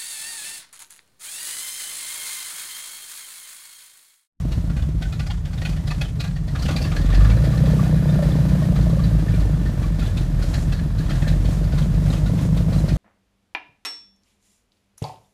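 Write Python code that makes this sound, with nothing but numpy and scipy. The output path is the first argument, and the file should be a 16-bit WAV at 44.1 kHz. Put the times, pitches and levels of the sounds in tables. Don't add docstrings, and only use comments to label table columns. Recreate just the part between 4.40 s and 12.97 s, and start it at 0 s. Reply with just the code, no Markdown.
import sys
import numpy as np
from scipy import signal
from scipy.fft import rfft, irfft, next_fast_len
from scipy.io import wavfile
from scipy.ndimage import uniform_filter1d

SR = 44100
rng = np.random.default_rng(int(sys.argv[2]) if len(sys.argv) > 2 else 0)


def elevation(decibels):
    levels = np.asarray(decibels, float)
    return 10 ** (levels / 20)


def dump(signal):
    limited = np.clip(np.atleast_2d(signal).T, -1, 1)
    pcm = np.round(limited * 32767).astype(np.int16)
    wavfile.write(sys.argv[1], SR, pcm)


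N = 377937

# t/s, speed/(turns per s)
SHAFT_SPEED = [(0, 15.64), (.48, 16.38), (1.22, 13.71), (2.04, 14.43), (2.36, 20.15), (2.68, 21.8),
               (2.95, 28.0), (3.2, 30.78), (3.4, 31.36), (3.7, 30.24), (4.05, 30.41), (4.6, 27.69),
               (5.95, 21.44), (6.8, 21.76), (7.14, 24.32), (7.48, 24.39), (7.99, 26.12), (8.57, 25.04)]
# t/s, engine load/dB, shaking of the cage/dB
ENGINE_LOAD = [(0, 0, -3), (.55, -2.5, -39), (1.0, -22.5, -2), (1.3, -5.5, -4), (2.0, -19.5, -3),
               (2.25, 3, -14), (2.6, 2.5, 9), (2.85, 4, 15.5), (3.4, 5, 13), (3.8, 5.5, 14.5), (4.5, 4, 6),
               (5.0, 3, 9.5), (5.9, 1, 4.5), (6.5, 0, 6.5), (6.9, 4, 2), (7.4, 2.5, 6), (8.0, 4.5, -5),
               (8.57, 4.5, -1)]
# t/s, change of orders 2 and 4/dB, change of orders 5, 6 and 7/dB
ORDER_SWELLS = [(0, 0.1, 0.1), (2.5, 0.1, 0.1), (2.78, 1.5, 0.1), (3.0, -1.5, 0.6), (3.3, 0.1, 0.6),
                (3.65, -1.5, 3.2), (3.95, -2.2, 1.5), (4.45, 2.8, 2.5), (4.92, 3.2, 0.8), (5.3, -0.6, -2.5),
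                (5.8, -0.6, 0.1), (6.2, 2.2, -1.5), (6.5, -0.6, 0.1), (6.9, 2.5, 2.2), (7.2, -1.5, 1.2),
                (7.6, -1.2, 2.2), (8.0, -1.8, 2.5), (8.57, 0.6, 1.5)]

ORDER_LEVELS = [-26.5, -31, -34.5, -36.5]
ORDER_LOAD_SHARE = [0, 1, 1, 1]
ORDER_SURGE = [.42, .3, 0, -.3]
# f/Hz, lift/dB
HULL_LIFT = [(28, -20), (40, -1), (44, 5), (51, 6), (62, 3), (86, -4), (102, 1.8), (122, 3.5), (134, -2),
             (150, 7.5), (185, 7.5)]

FIRING_DIFFERENCE = [-1.5, -8, -4, -4.5]
# f/Hz, level/dB per Hz
RUMBLE_SPECTRUM = [(8.8, -58), (15, -28), (27, -13), (40, 1), (58, -2), (76, -4), (106, -5), (140, -3),
                   (160, -2), (195, -14.5), (313, -33.5), (381, -44), (420, -27), (550, -64), (920, -120)]
# f/Hz, width/Hz, level/dB
PIPE_MODES = [(186, 60, 13), (331.6, 108, 4), (458, 83, -1), (631, 104, -1.5), (1000, 170, -12)]
# t/s, peak level/dB, f/Hz
HARD_POPS = [(2.288, -23, 580), (2.412, -24, 635), (2.969, -24, 536), (3.001, -32, 592), (3.038, -22, 590),
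             (3.07, -26, 630), (3.104, -31, 590), (3.172, -32, 554), (3.207, -24, 535), (3.236, -17.5, 540),
             (3.272, -22, 442), (3.3, -27, 604), (3.333, -22, 470), (3.428, -28, 662), (3.465, -28, 730),
             (3.529, -23, 466), (3.593, -33, 614), (3.694, -24, 605), (3.79, -17.5, 600), (3.825, -15, 567),
             (3.889, -24, 530), (3.922, -35, 458), (3.988, -28, 576), (4.121, -36, 565), (4.15, -31, 533),
             (4.221, -23.5, 616), (4.327, -27, 615), (4.467, -24.5, 625), (4.529, -21, 552),
             (4.57, -22, 550), (4.978, -27, 608), (5.054, -24.5, 450)]

# f/Hz, level/dB per Hz
BLADE_HISS = [(180, 2), (300, 3), (403, -10.5), (578, -1.5), (803, -9), (1290, -12.5), (1770, -14),
              (2450, -18.5), (3880, -19), (11300, -28), (15200, -34.5)]
# f/Hz, level/dB per Hz
TIP_HISS = [(6000, -27), (9500, -3), (12000, 0.5), (15200, -3)]

# f/Hz, width/Hz, level/dB
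CAGE_MODES = [(1180, 47, 13.5), (1480, 80, 11.5), (1654, 31, 13.5), (1790, 44, 16.5), (2476, 230, 0.5),
              (3140, 64, -20), (3340, 91, 1.5), (3960, 65, 6), (4220, 140, -4), (4870, 160, 1),
              (5560, 79, -28)]
# f/Hz, level/dB per Hz
CLASH_SPECTRUM = [(470, 2.5), (800, 9), (1180, -30), (1440, 11.5), (1690, -37), (1930, 7.5), (2270, -0.5),
                  (2530, -0.5), (3160, -0.5), (4290, -2.5), (7000, -7.5), (15000, -28)]
# t/s, peak level/dB, low ring f/Hz, high ring f/Hz, high ring level over the peak/dB
KNOCKS_AT_IDLE = [(0.119, -30.5, 1000, 4100, 5), (0.2973, -32, 1360, 3150, -18),
                  (0.6205, -23.5, 1520, 3400, 0), (0.7243, -29.5, 1310, 3880, 5),
                  (0.7945, -22.5, 1480, 4240, -13), (0.865, -29, 1770, 4870, 4),
                  (0.9043, -25.5, 1000, 3230, -2), (1.0518, -31, 1560, 3100, 0),
                  (1.2154, -24, 1880, 3870, -14), (1.2506, -21, 2520, 2990, 0),
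                  (1.291, -37.5, 1800, 4500, 16), (1.3633, -29, 1950, 3090, -8),
                  (1.473, -30, 1780, 3860, 10), (1.508, -23, 1190, 4400, -3),
                  (1.6123, -19.5, 2540, 3330, -2), (1.802, -24, 2500, 4030, 7.5),
                  (1.8386, -23.5, 1650, 3780, -4), (1.9612, -30.5, 1830, 2920, -11),
                  (2.1528, -22.5, 1225, 2980, -24), (2.2215, -27.5, 1290, 4630, 11),
                  (2.2552, -23.5, 1790, 2960, 0), (2.2842, -18.5, 1180, 3580, -13),
                  (2.363, -21, 2395, 4380, 4), (2.4173, -28.5, 2640, 4540, 12),
                  (2.5153, -23.5, 1200, 2990, -18), (2.5634, -22.5, 1700, 4350, 2),
                  (2.7013, -28.5, 1130, 3640, 1), (2.7275, -23.5, 1860, 4470, -10),
                  (2.7447, -23.5, 1720, 4080, 0), (2.8032, -25, 1180, 3640, -14),
                  (2.8434, -25, 1200, 2970, -23), (2.8997, -25, 1000, 3540, -6)]
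KNOCKS_UNDER_WAY = [(3.2574, -26.5, 1050, 3360, -8), (3.7404, -30, 1160, 3630, -8),
                    (3.825, -41, 1160, 4070, -4), (4.0894, -33, 1540, 3530, -4),
                    (4.4097, -32, 1000, 4220, 3), (4.8833, -28.5, 1790, 3440, -14),
                    (4.998, -29, 1100, 4360, 0), (5.2604, -41, 1780, 3130, -12),
                    (5.4262, -30, 1720, 3950, -11), (5.6222, -27, 1510, 3380, -15),
                    (5.7711, -29, 2610, 3640, 10.5), (6.0235, -29, 1480, 4400, 9),
                    (6.139, -23.5, 1740, 4220, 3), (6.3228, -29, 1670, 4340, 7),
                    (6.5837, -31, 1530, 4150, 7), (6.61, -41, 1630, 3470, -9),
                    (6.6812, -42, 1790, 3120, -4), (6.7052, -24.5, 1630, 3140, -9),
                    (6.7516, -30, 1810, 3760, 4), (6.818, -24.5, 1820, 3740, -16),
                    (6.8674, -48, 1700, 3270, -10), (6.8887, -28, 1790, 3810, -15),
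                    (7.3215, -27, 1480, 3570, -8), (7.3798, -26.5, 1020, 3840, 4),
                    (7.765, -36, 1210, 3770, 5), (7.865, -33, 1400, 3810, 1), (7.9807, -29, 1050, 3530, -5),
                    (8.1723, -29, 1280, 3620, 6), (8.328, -28, 1130, 4090, 3)]
# t/s, peak level/dB, low ring f/Hz, high ring level over the peak/dB
LIGHT_TICKS = [(0.365, -38, 1550, -19), (0.4206, -45.5, 1080, 8), (0.487, -46.5, 1020, -1),
               (1.1305, -40.5, 1480, 0), (1.175, -44, 1810, 8), (2.079, -41, 1920, 4),
               (2.1894, -43.5, 1050, 14), (2.3088, -31.5, 1160, 1), (2.448, -32.5, 1120, -6),
               (2.613, -40, 1830, 3), (2.6564, -39.5, 1840, 5), (3.13, -42, 1180, -24),
               (3.3923, -43, 1160, -25), (4.3584, -54, 1060, -11), (4.5936, -40, 1120, -20),
               (5.66, -42.5, 1620, 10), (6.39, -39.5, 1660, -16), (6.66, -43, 1070, 1),
               (7.0543, -42, 1590, 9), (7.1089, -44, 1070, 1), (7.2367, -42, 1400, 2),
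               (7.417, -44, 1040, 6), (7.7272, -36.5, 1180, 3), (8.3878, -49, 1350, 4)]
MISSED_BEATS = [112, 132, 144, 156, 160, 180, 184, 188]
# t/s, peak level/dB, f/Hz
CAGE_RINGS = [(0.125, -46, 3768), (0.129, -45, 2842), (0.302, -46, 1442), (0.396, -47, 2454),
              (0.398, -46, 1528), (0.402, -49, 2971), (0.428, -47, 3488), (0.631, -46, 2476),
              (0.66, -41, 1507), (0.73, -43, 2476), (0.803, -46, 5060), (0.804, -47, 2497),
              (0.904, -37, 818), (0.907, -41, 2217), (0.908, -44, 4263), (0.908, -42, 3165),
              (0.91, -41, 2842), (0.911, -43, 3380), (1.257, -40, 4198), (1.258, -36, 1485),
              (1.476, -46, 5017), (1.509, -46, 4371), (1.511, -36, 2562), (1.515, -42, 4026),
              (1.519, -36, 1787), (1.617, -39, 4715), (1.657, -44, 1313), (1.66, -41, 3057),
              (1.804, -40, 1421), (1.805, -40, 3832), (1.805, -39, 4242), (1.808, -45, 4952),
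              (1.811, -42, 2842), (1.962, -47, 4543), (2.159, -38, 1636), (2.232, -41, 3057),
              (2.289, -42, 2670), (2.312, -35, 1464), (2.368, -38, 3639), (2.368, -35, 3983),
              (2.37, -35, 4672), (2.389, -39, 1636), (2.445, -42, 3596), (2.447, -39, 4672),
              (2.448, -39, 2691), (2.453, -38, 1162), (2.618, -38, 1830), (2.731, -35, 1808),
              (2.75, -40, 2670), (2.752, -40, 3509), (2.753, -41, 5103), (2.756, -43, 4629),
              (2.904, -44, 2670), (2.921, -37, 2304),
              (3.14, -37, 1153), (3.183, -42, 4198), (3.399, -31.5, 1160), (3.699, -40.5, 3600),
                   (3.757, -36, 1410), (3.795, -41, 1350), (3.923, -45, 3500), (4.226, -36.5, 1080),
                   (4.241, -38, 1850), (4.599, -36, 1150), (4.644, -43, 4560), (4.644, -40, 3983),
                   (4.889, -38, 1787), (4.944, -41, 2360), (5.267, -37, 1804), (5.445, -44, 2347),
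                   (5.449, -39, 1130), (5.621, -44, 2497), (5.626, -37, 1386), (5.692, -43, 1686),
                   (6.01, -45, 1820), (6.03, -49, 4823), (6.326, -45, 3500), (6.329, -45, 3165),
                   (6.329, -43, 2648), (6.393, -46, 4198), (6.589, -49, 4030), (6.612, -39, 1670),
                   (6.689, -41, 1787), (6.711, -37, 3186), (6.832, -43, 2550), (6.904, -39, 1787),
                   (7.056, -44, 4392), (7.329, -39, 1464), (7.571, -44, 1750), (7.709, -41, 4091),
                   (7.71, -41, 3740), (7.737, -46, 4844), (7.769, -42, 2550), (7.867, -43, 3789),
                   (7.87, -43, 1440), (8.178, -44, 4500), (8.331, -45, 4069), (8.393, -43, 4070),
                   (8.49, -44, 1421), (8.507, -43, 2454),
              (1.52, -40, 952), (2.085, -37.5, 630), (2.47, -39, 1804), (2.52, -42, 2340),
              (2.575, -33, 1684), (2.854, -34, 1710), (2.861, -35, 1190), (6.76, -46, 1640),
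              (6.72, -38, 1790), (6.83, -38, 1800), (6.85, -40, 1650), (6.87, -38, 1790),
              (6.935, -42, 1800)]

# f/Hz, level/dB per Hz
DEBRIS_HISS = [(2500, -32), (5000, 3.5), (7000, 7), (11000, -4), (15200, -25)]
# t/s, level/dB
SPRAY_SWELLS = [(.8, 0.5), (1.1, 0.5), (2.0, 1), (2.7, -4), (3.75, -2), (3.87, 1), (4.35, -1), (4.6, -2),
                (5.25, -3), (5.45, 0), (5.56, -2.2), (5.9, -1), (6.06, 2.2), (6.2, 2.5), (6.36, -1.5),
                (6.55, -3.5), (6.92, 0), (7.12, 3), (7.66, 3.5), (8.03, 3.5), (8.37, 2.5), (8.5, -1)]


def evened(x):
    return x / np.sqrt(np.mean(x ** 2) + 1e-20)


def noise_of(length=N):
    return rng.standard_normal(length)


def columns(rows):
    s, *values = np.transpose(rows)
    return [np.interp(np.arange(N) / SR, s, v) for v in values]


def coloured(x, spectrum):
    hz, db = np.transpose(spectrum)
    size = next_fast_len(len(x))
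    log_f = np.log(np.fft.rfftfreq(size, 1 / SR) + 1)
    shape_db = np.interp(log_f, np.log(hz + 1), db, -100, -100)
    return evened(irfft(rfft(x, size) * elevation(shape_db), size)[:len(x)])


def resonate(x, hz, width):
    r = np.exp(-np.pi * width / SR)
    return 2 * signal.lfilter([1 - r], [1, -r * np.exp(2j * np.pi * hz / SR)], x).real


def body(x, modes):
    out = 0
    for k, (hz, width, db) in enumerate(modes):
        out = out + (-1) ** k * elevation(db) * resonate(x, hz, width)
    return evened(out)


def steady(x, seconds):
    return x / np.sqrt(uniform_filter1d(x ** 2, round(seconds * SR)) + 1e-12)


def beats(turns, spread_db, count):
    number = np.floor(turns * count).astype(int)
    strength = elevation(spread_db * noise_of())[number]
    return strength * (np.diff(number, prepend=0) > 0), number


def puffed(clicks, seconds):
    return signal.lfilter([1], [1, -np.exp(-1 / (seconds * SR))], clicks)


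def order_levels(speed, load_db):
    hz, lift_db = np.transpose(HULL_LIFT)
    gaining = uniform_filter1d(np.gradient(speed) * SR, SR // 3)
    gaining = np.roll(gaining, round(0.05 * SR))
    gaining = gaining * np.clip((speed - 21) / 3, 0, 1)
    low_swell_db, high_swell_db = columns(ORDER_SWELLS)
    levels_db = []
    for k, db, share, surge_db in zip((2, 4, 5, 6), ORDER_LEVELS, ORDER_LOAD_SHARE, ORDER_SURGE):
        pull_db = low_swell_db if k < 5 else high_swell_db
        hull_db = np.interp(np.log(k * speed), np.log(hz), lift_db)
        levels_db.append(db + pull_db + share * load_db + surge_db * gaining + hull_db)
    return levels_db


def waver():
    return evened(resonate(resonate(noise_of(), 0, 9.0), 0, 9.0))


def orders(turns, speed, load_db):
    second_db, fourth_db, fifth_db, sixth_db = order_levels(speed, load_db)
    first_db = -33.0 - 1.2 * np.maximum(24 - speed, 0)
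    third_db = -29.0 - 0.55 * (speed - 14)
    fifth_db = fifth_db - .55 * np.clip(141 - 5 * speed, 0, 20)
    seventh_db = -31.5 + load_db + 1.5 * columns(ORDER_SWELLS)[1] - .3 * abs(7 * speed - 175)
    seventh_db = np.maximum(seventh_db, -41.0)
    levels = {2: second_db, 4: fourth_db, 6: sixth_db, 5: fifth_db, 7: seventh_db, 3: third_db, 1: first_db}
    gust, out = waver(), np.zeros(N)
    for k, db in levels.items():
        strength = 1 + .21 * (.8 * waver() + .6 * gust)
        slip = .33 * (1.7 if k > 4 else 1) * waver()
        offset = (k % 2) * rng.random()
        tone = strength * np.cos(2 * np.pi * k * (turns + offset) + slip)
        out -= np.sqrt(2) * elevation(db - .2 * k) * tone
    return out


def exhaust(turns, load_db):
    clicks, number = beats(turns, 3.0, count=4)
    cylinders = len(FIRING_DIFFERENCE)
    swap = (-1.) ** (number // cylinders)
    firings = coloured(clicks * swap * elevation(FIRING_DIFFERENCE)[number % cylinders], RUMBLE_SPECTRUM)
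    turbulence = coloured(noise_of(), RUMBLE_SPECTRUM)
    rumble = steady(0.36 * firings + 0.99 * turbulence, 0.17)
    boom = resonate(resonate(firings + turbulence, 153.4, 69.0), 153.4, 69.0)
    return elevation(-23 + 0.06 * load_db) * rumble + elevation(-36.5 + 0.9 * load_db) * steady(boom, 0.28)


def pops(turns, speed, load_db):
    clicks, number = beats(turns, 2.2, count=2)
    clicks = clicks * elevation(-9.0 * (number % 2))
    slap = np.clip(2.1 - .07 * speed, .55, 1.1) * evened(resonate(clicks, 0, 900.0))
    breath = evened((puffed(clicks, .009) + .27) * noise_of())
    pop = steady(body(slap + breath, PIPE_MODES[2:]), 0.19)
    strong = clicks * (number % 2 == 0)
    clean = np.clip(2.9 - .1 * speed, .4, 1.5)
    blur = np.clip(.025 * (speed - 14), .04, .3)
    chug = clean * evened(strong) + evened((puffed(strong, .011) + blur) * noise_of())
    thud = steady(body(resonate(chug, 260.0, 250.0), PIPE_MODES[:2]), 0.216)
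    return elevation(-49.5 + 2.17 * load_db) * pop + elevation(-36 + 0.95 * load_db) * thud


def hard_pops():
    out, t = np.zeros(N), np.arange(1500) / SR
    shape = np.minimum(t / 0.0031, 1) * np.exp(-t / 0.0072)
    for s, db, hz in HARD_POPS:
        out[round(s * SR):][:len(t)] += elevation(db + 2.0) * np.sin(2 * np.pi * hz * t) * shape
    return out


def blades(turns, level_db):
    clicks, number = beats(turns, 3.0, count=2)
    chop = 1 + 0.41 * puffed(clicks * elevation(-3.0 * (number % 2)), 0.014)
    return elevation(level_db + 11.0) * steady(coloured(chop * noise_of(), BLADE_HISS), 0.06)


def rattles(speed, rows):
    out, t = np.zeros(N + 9000), np.arange(9000) / SR
    burst = np.minimum(t / .007, 1) ** 1.5 * elevation(-60 * np.maximum(t - .012, 0) / 0.11)
    for s, db, low_hz, high_hz, high_db in rows:
        grain = elevation(0.95 * evened(resonate(noise_of(len(t)), 0, 220.0)))
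        noise = noise_of(len(t)) * grain
        parts = [(hz * rng.uniform(.98, 1.02), width, part_db + 4.5 * rng.standard_normal())
                 for hz, width, part_db in CAGE_MODES]
        low = evened(resonate(noise, low_hz, 50.0))
        high = evened(resonate(noise, high_hz, 500.0)) * elevation(high_db)
        clash = evened(puffed(coloured(noise, CLASH_SPECTRUM), .00003))
        knock = 0.34 * low + 0.23 * high + 0.49 * clash + 0.32 * body(noise, parts)
        at = round((s - .004) * SR)
        half_turn = round(SR / speed[at] / 2)
        rebounds = elevation(-19.0) * np.roll(burst, half_turn) + elevation(-16.0) * np.roll(burst, 2 * half_turn)
        out[at:at + len(t)] += elevation(db - 3.5) * (burst + rebounds) * knock
    return out[:N]


def beat_knocks(turns, speed):
    hits = np.setdiff1d(np.arange(52, turns[-1], 4), MISSED_BEATS)
    at = np.searchsorted(turns, hits + .13)
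    chance = rng.standard_normal((len(at), 3))
    level_db = -35.5 + 4 * chance[:, 0]
    low_hz = 1400 * (1 + 0.234 * chance[:, 1])
    high_hz = 4000 * (1 + .06 * chance[:, 2])
    return list(zip(at / SR, level_db, low_hz, high_hz, 2.0 - (speed[at] - 25)))


def knock_rows(turns, speed):
    rows = [(s, db - 4, *ring) for s, db, *ring in KNOCKS_AT_IDLE]
    rows += [(s, db - 5, *ring) for s, db, *ring in KNOCKS_UNDER_WAY]
    rows += [(s, db + 4.5, hz, 4000 * rng.uniform(0.76, 1.18), high_db) for s, db, hz, high_db in LIGHT_TICKS]
    return rows + beat_knocks(turns, speed)


def rings(rows):
    out, t = np.zeros(N + 4000), np.arange(4000) / SR
    rise_s, t60_s = .008, 0.08
    shape = np.minimum(t / rise_s, 1) ** 2 * elevation(-60 * np.maximum(t - rise_s, 0) / t60_s)
    for s, db, hz in rows:
        unsteady = 1 + np.sqrt(hz / 14000) * evened(resonate(noise_of(len(t)), 0, hz / 14))
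        at = round((s - rise_s - .004) * SR)
        out[at:at + len(t)] += elevation(db + 2) * shape * unsteady * np.sin(2 * np.pi * hz * t)
    return out[:N]


def trembling(knocks):
    power = abs(uniform_filter1d(knocks ** 2, round(0.1 * SR)))
    return 10 * np.log10(1 + power / elevation(-56) ** 2)


def buzz(turns, level_db):
    clicks = beats(turns, 3.5, count=2)[0]
    swell = elevation(5.0 * evened(resonate(noise_of(), 0, 36.0)))
    chatter = (puffed(clicks, 0.029) + 0.89) * swell * noise_of()
    return elevation(level_db - 19.0) * steady(body(chatter, CAGE_MODES), 0.067)


def spray_swells():
    t = np.arange(0, N, 64) / SR
    swell_db = sum(db * np.exp(-.5 * ((t - s) / 0.053) ** 2) for s, db in SPRAY_SWELLS)
    return uniform_filter1d(swell_db.repeat(64)[:N], size=64)


def swish(level_db):
    return elevation(np.roll(level_db, round(0.037 * SR))) * coloured(noise_of(), DEBRIS_HISS)


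def tips(speed):
    return elevation(-63 + 1.3 * (speed - 28)) * coloured(noise_of(), TIP_HISS)


def scene():
    speed, (load_db, shake_db) = columns(SHAFT_SPEED)[0], columns(ENGINE_LOAD)
    turns = .2 + np.cumsum(speed) / SR
    engine = orders(turns, speed, load_db) + exhaust(turns, load_db)
    engine += pops(turns, speed, load_db) + hard_pops()
    knocks = rattles(speed, knock_rows(turns, speed))
    knocks += rings(CAGE_RINGS)
    jolt_db, swell_db = trembling(knocks), spray_swells()
    hiss_db = -53 + 0.36 * load_db + 0.12 * shake_db + 0.18 * jolt_db + 0.87 * swell_db
    buzz_db = -40.5 + shake_db + 0.091 * jolt_db
    swish_db = -73 + 1.19 * np.minimum(jolt_db, 14.0) + 0.12 * load_db + 3.2 * swell_db
    cage = knocks + buzz(turns, buzz_db)
    mix = engine + blades(turns, hiss_db) + cage + swish(swish_db) + tips(speed)
    return mix[None]


def band_limit(x):
    return signal.sosfilt(signal.butter(12, 15310, fs=SR, output="sos"), x)


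def record(dry):
    size = next_fast_len(N + SR)
    f = np.fft.rfftfreq(size, 1 / SR) + 1
    bass = np.hypot(1 / np.sqrt(1 + (40.5 / f) ** 10), .155)
    cut = irfft(rfft(dry, size) * bass, size)[:, :N]
    edge = signal.firwin(511, 15420, window=("kaiser", 9), fs=SR)
    return band_limit(signal.oaconvolve(cut, edge[None], "same"))


dry = scene()
out = record(dry)
dump(out)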